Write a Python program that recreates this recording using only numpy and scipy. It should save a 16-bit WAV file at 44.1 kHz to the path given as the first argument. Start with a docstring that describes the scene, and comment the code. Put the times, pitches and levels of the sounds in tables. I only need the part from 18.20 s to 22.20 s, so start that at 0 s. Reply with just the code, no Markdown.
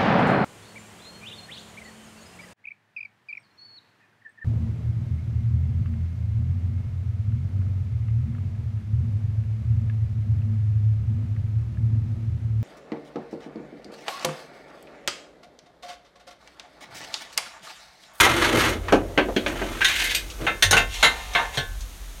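"""Inside a steam locomotive's cab, one microphone close to the fire door, steel walls all around.
The fire rumbles throughout under a faint hiss of steam. First a steel shovel scrapes into the coal,
then it knocks on the floor plate on its way to the door. At about 1.6 s the load slides off the blade
into the firebox. From 2.3 s blade and fire door clank, the boiler front booms and the door is worked
shut, grinding between its last clanks."""
import sys
import numpy as np
from scipy import signal
from scipy.fft import rfft, irfft
from scipy.io import wavfile

SR = 44100
rng = np.random.default_rng(int(sys.argv[2]) if len(sys.argv) > 2 else 0)


def wav_out(sig):
    """Save sig, one row per channel (or a flat mono array), as 16-bit PCM at SR to the path in sys.argv[1]."""
    wavfile.write(sys.argv[1], SR, np.round(np.clip(np.atleast_2d(sig).T, -1, 1) * 32767).astype(np.int16))


N = 176400
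T = np.arange(N) / SR

# The fire. Each row: time in seconds, deep rumble in dB, the cab's boom in relative dB.
FIRE_LEVELS = [(0,-34.5,-34),(.77,-35,-36),(.97,-36.5,-44),(2.3,-39,-52),(2.62,-31.5,-50),(3.3,-38.5,-54),(3.52,-29.5,-40),(4.0,-41,-74)]
# Thuds of the boiler front. Each row: start in seconds, pitch in Hz, level in dB, t60 in seconds.
BOILER_THUDS = [(2.444,95.1,-19.5,0.74),(3.374,136,-15,0.11)]
# The fire door sliding. Each row: time in seconds, grinding in dB, rasp in dB.
DOOR_SLIDE = [(2.725,-64,-36.5),(2.745,-40,-30.5),(2.95,-34.5,-39),(3.11,-42.5,-42.5),(3.2,-23,-37),(3.32,-42.5,-46),(3.35,-34.5,-33)]
# Steel on steel. Each row: start in seconds, chatter length in seconds, five band levels, blade ring
# and door ring, all in relative dB, pitch of the struck spot in Hz.
STEEL_CLANKS = [(1.615,0.01,-60,-31,-18.5,-28,-37.5,-49,-44,1622),
                (1.645,0.0038,-63,-49,-19.5,-14,-22.5,-43,-30.5,1934),
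                (1.947,0.0047,-45,-55,-23.5,-20.5,-21.5,-47,-64,2473),
                (2.266,0.012,-29.5,-25,-20,-36.5,-41,-23.5,-33.5,1340),
                (2.4236,0.0058,-28.5,-30,-16.5,-15,-16,-25.5,-32.5,1840),
                (2.509,0.0022,-26,-28,-27,-19,-14,-36,-26,1940),
                (2.528,0.01,-23.5,-21.5,-18.5,-22,-48,-26,-25.5,1480),
                (2.567,0.013,-31,-25.5,-14.5,-42,-24,-19.5,-43,1395),
                (2.827,0.028,-24.5,-15.5,-16,-15.5,-22,-12,-38,2086),
                (3.150,0.0079,-28.5,-25.5,-18.5,-22,-36,-22.5,-28,1135),
                (3.372,0.012,-29.5,-38,-30.5,-25,-32.5,-32.5,-31,1724)]
# Dull knocks on the floor. Each row: start in seconds, five band levels in dB.
FLOOR_KNOCKS = [(0.723,-15.5,-16.5,-22.5,-31,-31.5),(0.976,-17,-18.5,-16.5,-27,-39),(1.163,-22,-37,-27,-27,-37.5),(1.262,-31.5,-30.5,-25,-33,-41.5),(1.416,-31.5,-31.5,-33,-50,-49)]
# Single lumps and chips hitting steel. 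Each row: start in seconds, pitch in Hz, level in dB.
LUMP_HITS = [(.063,764,-14.5),(0.552,290,-26.5),(0.683,1320,-22.5),(0.733,426,-10.5),(0.82,278,-31),(1.085,375,-19),(1.279,5300,-37),(1.322,11100,-51),(1.391,1490,-31.5),(1.549,1070,-35),(1.607,1660,-21),(1.696,2000,-19.5),(1.84,8300,-29),(2.1,3530,-34.5),(3.135,3250,-31),(3.606,4450,-38.5)]
# The shovel driven into the coal, then swung to the door.
# Each row: time in seconds, crunch in dB, tumbling lumps in dB.
SHOVEL_SCOOP = [(0,-5,-20),(.06,-17,-21),(.165,-25.5,-27),(.258,-18.5,-27.5),(.285,-23,-25.5),(.365,-23,-17),(.41,-16,-26),(.492,-22,-22.5),(.58,-41,-36.5),(.66,-84,-68)]
SHOVEL_SWING = [(.66,-41.5,-35),(.85,-54.5,-34),(1.23,-47,-44.5),(1.32,-36.5,-30.5),(1.58,-37.5,-37.5),(1.7,-61,-42),(2.18,-50.5,-49),(2.22,-36,-29),(2.38,-60,-42.5)]
# Coal sliding off the blade. Each row: time in seconds, level in dB.
SHOVEL_THROW = [(1.6,-40.5),(1.685,-22.5),(1.73,-25.5),(1.79,-22.5),(1.93,-26),(2.04,-46)]

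# Modes of the steel parts. Each row: frequency in Hz, relative level in dB, t60 in seconds.
BLADE_MODES = [(700,-5,.2),(915,-10,.2),(1350,-9,.2),(1548,-6,.24),(1796,-6,.26),(2096,1,.24),(2604,-6,.2),(2750,-5,.22),(3194,-8,.22),(3460,-10,.18),(3690,-7,.24),(4027,-12,.18)]
DOOR_MODES = [(770,-14,.4),(1082,-8,.42),(1443,-5,.35),(1545,-1,.4),(1723,0,.38),(2293,-9,.32),(3639,-7,.26)]
FLOOR_MODES = [(298,0,.28),(372,-2,0.26),(462,-6,0.17),(610,-8,.14)]
# The five bands of a blow: their six edges in Hz, then each band's t60 in seconds.
BAND_EDGES_HZ = [130, 600, 1500, 3000, 4500, 15500]
BAND_T60_S = [0.34,0.22,0.19,0.19,0.17]
# Partials of a struck spot, as multiples of its pitch.
SPOT_RATIOS = [1, 1.92, 3.32, 4.875]

# Spectra of the sources. Each row: frequency in Hz, relative level in dB.
STEAM_SPECTRUM = [(130,6.5),(400,1),(5000,-2.5),(15500,-11)]
STEEL_SPECTRUM = [(140,1),(280,-8.5),(450,-3),(720,2.5),(3000,-3),(15500,-29)]
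KNOCK_SPECTRUM = [(200,-7),(330,-6),(2900,-18),(15500,-52)]
CRUNCH_SPECTRUM = [(900,8.5),(1800,8),(3700,1.5),(5000,-5.5),(15500,-23.5)]
TUMBLE_SPECTRUM = [(120,6.5),(190,-10.5),(300,1.5),(700,-7.5),(1200,-3.5)]
THROW_SPECTRUM = [(650,-9.5),(1100,-10.5),(1700,3),(3400,1.5),(5000,-7.5),(15500,-24.5)]
# The microphone's colour. Each row: frequency in Hz, gain in dB.
MIC_RESPONSE = [(25,-0.5),(3000,-1.5),(3700,-0.5),(5000,-5),(6500,2),(7500,-2.5),(9000,0.5),(10300,-2),(12000,1.5),(15500,-4.5)]

ATTACK_S = 0.0011


def amp(db):
    return 10 ** (np.asarray(db) / 20)


def unit(x):
    return x / np.sqrt(np.mean(x ** 2) + 1e-18)


def fade(t, t60):
    return np.exp(-np.log(1000) * np.maximum(t, 0) / t60)


def rise(t, length):
    return np.minimum(t / max(length, 1 / SR), 1)


def add(out, at, sound):
    start = max(int(at * SR), 0)
    out[start:start + len(sound)] += sound[:N - start]


def curve(table, column=1):
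    """Gain over time from a column of dB points, dying away outside them."""
    points = np.array(table)
    outside_s = np.maximum(points[0, 0] - T, T - points[-1, 0])
    return amp(np.interp(T, points[:, 0], points[:, column])) * fade(outside_s, 0.27)


def band(x, lo_hz, hi_hz, order=3):
    """Band-pass, scaled to rms 1."""
    sos = signal.butter(order, [lo_hz, min(hi_hz, SR / 2 - 1)], 'band', fs=SR, output='sos')
    return unit(signal.sosfilt(sos, x))


def shape(x, spectrum):
    """Filter by (Hz, dB) points, falling away below the first."""
    hz, db = np.array(spectrum).T
    f = np.maximum(np.fft.rfftfreq(2 * N, 1 / SR), 1)
    gain = amp(np.interp(np.log(f), np.log(hz), db)) * np.minimum(f / hz[0], 1) ** 2
    return irfft(rfft(x, 2 * N) * gain)[:N]


def colour(x, spectrum):
    return unit(shape(x, spectrum))


def drone(lo_hz, hi_hz, steady, size=N):
    """One randomly driven resonance; a higher `steady` evens out its swings more."""
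    swing = signal.hilbert(band(rng.standard_normal(size + SR), lo_hz, hi_hz, order=2))[SR:]
    return unit(swing.real / (np.abs(swing) + 0.47) ** steady)


def cab(x, t60=0.25, echo_db=3.5):
    """The microphone gets the direct sound and dense reflections from the close steel walls."""
    t = T[:SR // 3]
    echo = rng.standard_normal(len(t)) * fade(t, t60) * rise(t, 0.0021)
    return x + amp(echo_db) * signal.fftconvolve(x, echo / np.linalg.norm(echo))[:N]


def contacts(per_s, spread_db):
    """Tiny random contacts heard in the cab; a wider spread makes a few much harder than the rest."""
    strength = amp(spread_db * np.minimum(rng.exponential(size=N), 4))
    return cab((rng.random(N) < per_s / SR) * strength * rng.choice([-1, 1], N))


def ring(modes, scatter_db=2, detune=0.001):
    """Free ringing of a body; each blow weights and tunes its modes a little differently."""
    t, out, power = T[:SR], 0, 0
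    for hz, db, t60 in modes:
        gain = amp(db + scatter_db * rng.standard_normal())
        pitch = hz * (1 + detune * rng.standard_normal())
        out = out + gain * fade(t, t60) * np.sin(2 * np.pi * (pitch * t + rng.random()))
        power += gain ** 2 / 2
    return out / np.sqrt(power)


def on_blade(scrape, ring_db):
    """A scrape plus the blade's modes, which it keeps ringing."""
    ringing = unit(signal.fftconvolve(scrape, ring(BLADE_MODES))[:N])
    return scrape + amp(ring_db) * np.std(scrape) * ringing


def chatter(spectrum, per_s, spread_db):
    """Rapid contacts, split into five bands."""
    rattle = colour(contacts(per_s, spread_db), spectrum)
    return [band(rattle, lo, hi, order=4) for lo, hi in zip(BAND_EDGES_HZ, BAND_EDGES_HZ[1:])]


def blow(bands, at, hold_s, band_dbs):
    """Chatter of one blow: the first instant stands out, then each band holds briefly and decays."""
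    t, start = T[:SR // 2], int(at * SR)
    crack = (1 + amp(-8.5) * fade(t, t60=0.13)) * rise(t, ATTACK_S)
    return crack * sum(amp(db) * np.roll(rattle, -start)[:len(t)] * fade(t - hold_s, t60)
                       for rattle, db, t60 in zip(bands, band_dbs, BAND_T60_S))


def background_hiss():
    """A faint hiss, which the recorder's gain holds down at first and lifts after the first second."""
    recorder_gain = amp(np.interp(T, [.9, 1.5, 3.8], [-5, 1.5, -1]))
    return amp(-44.5) * colour(rng.standard_normal(N), STEAM_SPECTRUM) * recorder_gain


def fire():
    """The draught rumbles in the firebox and booms in the cab around the microphone."""
    rumble = drone(36, 52.5, steady=0.24) * curve(FIRE_LEVELS)
    boom = amp(0.5) * drone(80.8, 94, steady=0.87) * curve(FIRE_LEVELS, column=2)
    return rumble + boom


def boiler_thuds():
    """Heavy blows set the boiler front booming."""
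    out, t = np.zeros(N), T[:SR]
    for at, hz, db, t60 in BOILER_THUDS:
        add(out, at, amp(db) * np.sin(2 * np.pi * hz * t) * fade(t, t60) * rise(t, 2 / hz))
    return out


def door_slide():
    """The fire door grinds and rasps as it slides."""
    rub = colour(contacts(per_s=1600, spread_db=0), STEEL_SPECTRUM)
    grind = band(rub, 310, 2200) * curve(DOOR_SLIDE)
    rasp = band(rub, 2720, 14000, order=2) * curve(DOOR_SLIDE, column=2)
    return on_blade(grind + rasp, ring_db=-9)


def floor_knocks():
    """The loaded shovel bumps on the floor plate, which rings low."""
    out, bands = np.zeros(N), chatter(KNOCK_SPECTRUM, per_s=3000, spread_db=0)
    for at, *band_dbs in FLOOR_KNOCKS:
        add(out, at, blow(bands, at, hold_s=0.0021, band_dbs=band_dbs))
        add(out, at, amp(band_dbs[0] + 1) * ring(FLOOR_MODES) * rise(T[:SR], 0.0014))
    return out


def coal_lumps(width_ratio=1.58):
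    """Single lumps strike the steel: big ones clonk low, chips tick high and die slightly sooner."""
    out, t = np.zeros(N), T[:SR]
    for at, hz, db in LUMP_HITS:
        body = drone(hz / width_ratio, hz * width_ratio, steady=1, size=SR)
        t60 = 0.17 * (1000 / hz) ** 0.05
        add(out, at, amp(db) * body * rise(t, ATTACK_S) * fade(t, t60))
    return out


def struck_spot(pitch_hz, hold_s, band_dbs, half_width=0.03, step_db=-3.5):
    """Short resonances at the point of contact follow the blow's bands, each partial a step weaker."""
    t, out = T[:SR], 0
    for k, ratio in enumerate(SPOT_RATIOS):
        hz = pitch_hz * ratio
        in_band = np.searchsorted(BAND_EDGES_HZ[1:-1], hz)
        partial = drone(hz * (1 - half_width), hz * (1 + half_width), steady=1, size=SR)
        gain = amp(band_dbs[in_band] - 0.5 + k * step_db)
        out = out + gain * partial * fade(t - hold_s, BAND_T60_S[in_band])
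    return out * rise(t, ATTACK_S)


def steel_clanks():
    """Steel chatters on steel; the struck spot rings briefly, blade and door build up and ring on."""
    out, bands = np.zeros(N), chatter(STEEL_SPECTRUM, per_s=2200, spread_db=2)
    for at, hold_s, *band_dbs, blade_db, door_db, spot_hz in STEEL_CLANKS:
        add(out, at, amp(-4) * blow(bands, at, hold_s, band_dbs))
        add(out, at, struck_spot(spot_hz, hold_s, band_dbs))
        ringing = amp(blade_db) * ring(BLADE_MODES) + amp(door_db) * ring(DOOR_MODES)
        add(out, at, amp(6.5) * ringing * rise(T[:SR], hold_s))
    return out


def catch_and_slip(depth_db=1.7, top_hz=45):
    """The blade catches and slips in the coal: a gain that lurches at random."""
    return amp(depth_db * band(rng.standard_normal(N), top_hz / 4, top_hz, order=2))


def shovelled_coal():
    """Close by, coal crunches and chips under the blade, tumbles, and slides off into the fire."""
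    chips = amp(-15) * band(contacts(per_s=110, spread_db=2.8), 1700, 8700, order=1)
    crunch = band(colour(contacts(per_s=600, spread_db=1), CRUNCH_SPECTRUM), 790, 13000) + chips
    tumble = band(colour(contacts(per_s=500, spread_db=0.5), TUMBLE_SPECTRUM), 140, 750)
    slide = colour(contacts(per_s=2000, spread_db=2), THROW_SPECTRUM) + chips
    crunch *= curve(SHOVEL_SCOOP) + curve(SHOVEL_SWING)
    tumble *= curve(SHOVEL_SCOOP, column=2) + curve(SHOVEL_SWING, column=2)
    slide *= curve(SHOVEL_THROW)
    return on_blade(catch_and_slip() * (crunch + slide), ring_db=-13.5) + tumble


def scene():
    """Everything that reaches the one microphone in the cab."""
    shovelling = shovelled_coal() + coal_lumps() + floor_knocks()
    shutting = steel_clanks() + door_slide() + boiler_thuds()
    return (shovelling + shutting + fire() + background_hiss())[None]


def record(dry, ceiling=0.85, top_hz=16000):
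    """The microphone colours the treble; the recorder rounds the loudest peaks and cuts the top."""
    rounded = ceiling * np.tanh(shape(dry[0], MIC_RESPONSE) / ceiling)
    low_pass = signal.ellip(8, .2, 70, top_hz, fs=SR, output='sos')
    return signal.sosfilt(low_pass, rounded)[None]


dry = scene()
out = record(dry)
wav_out(out)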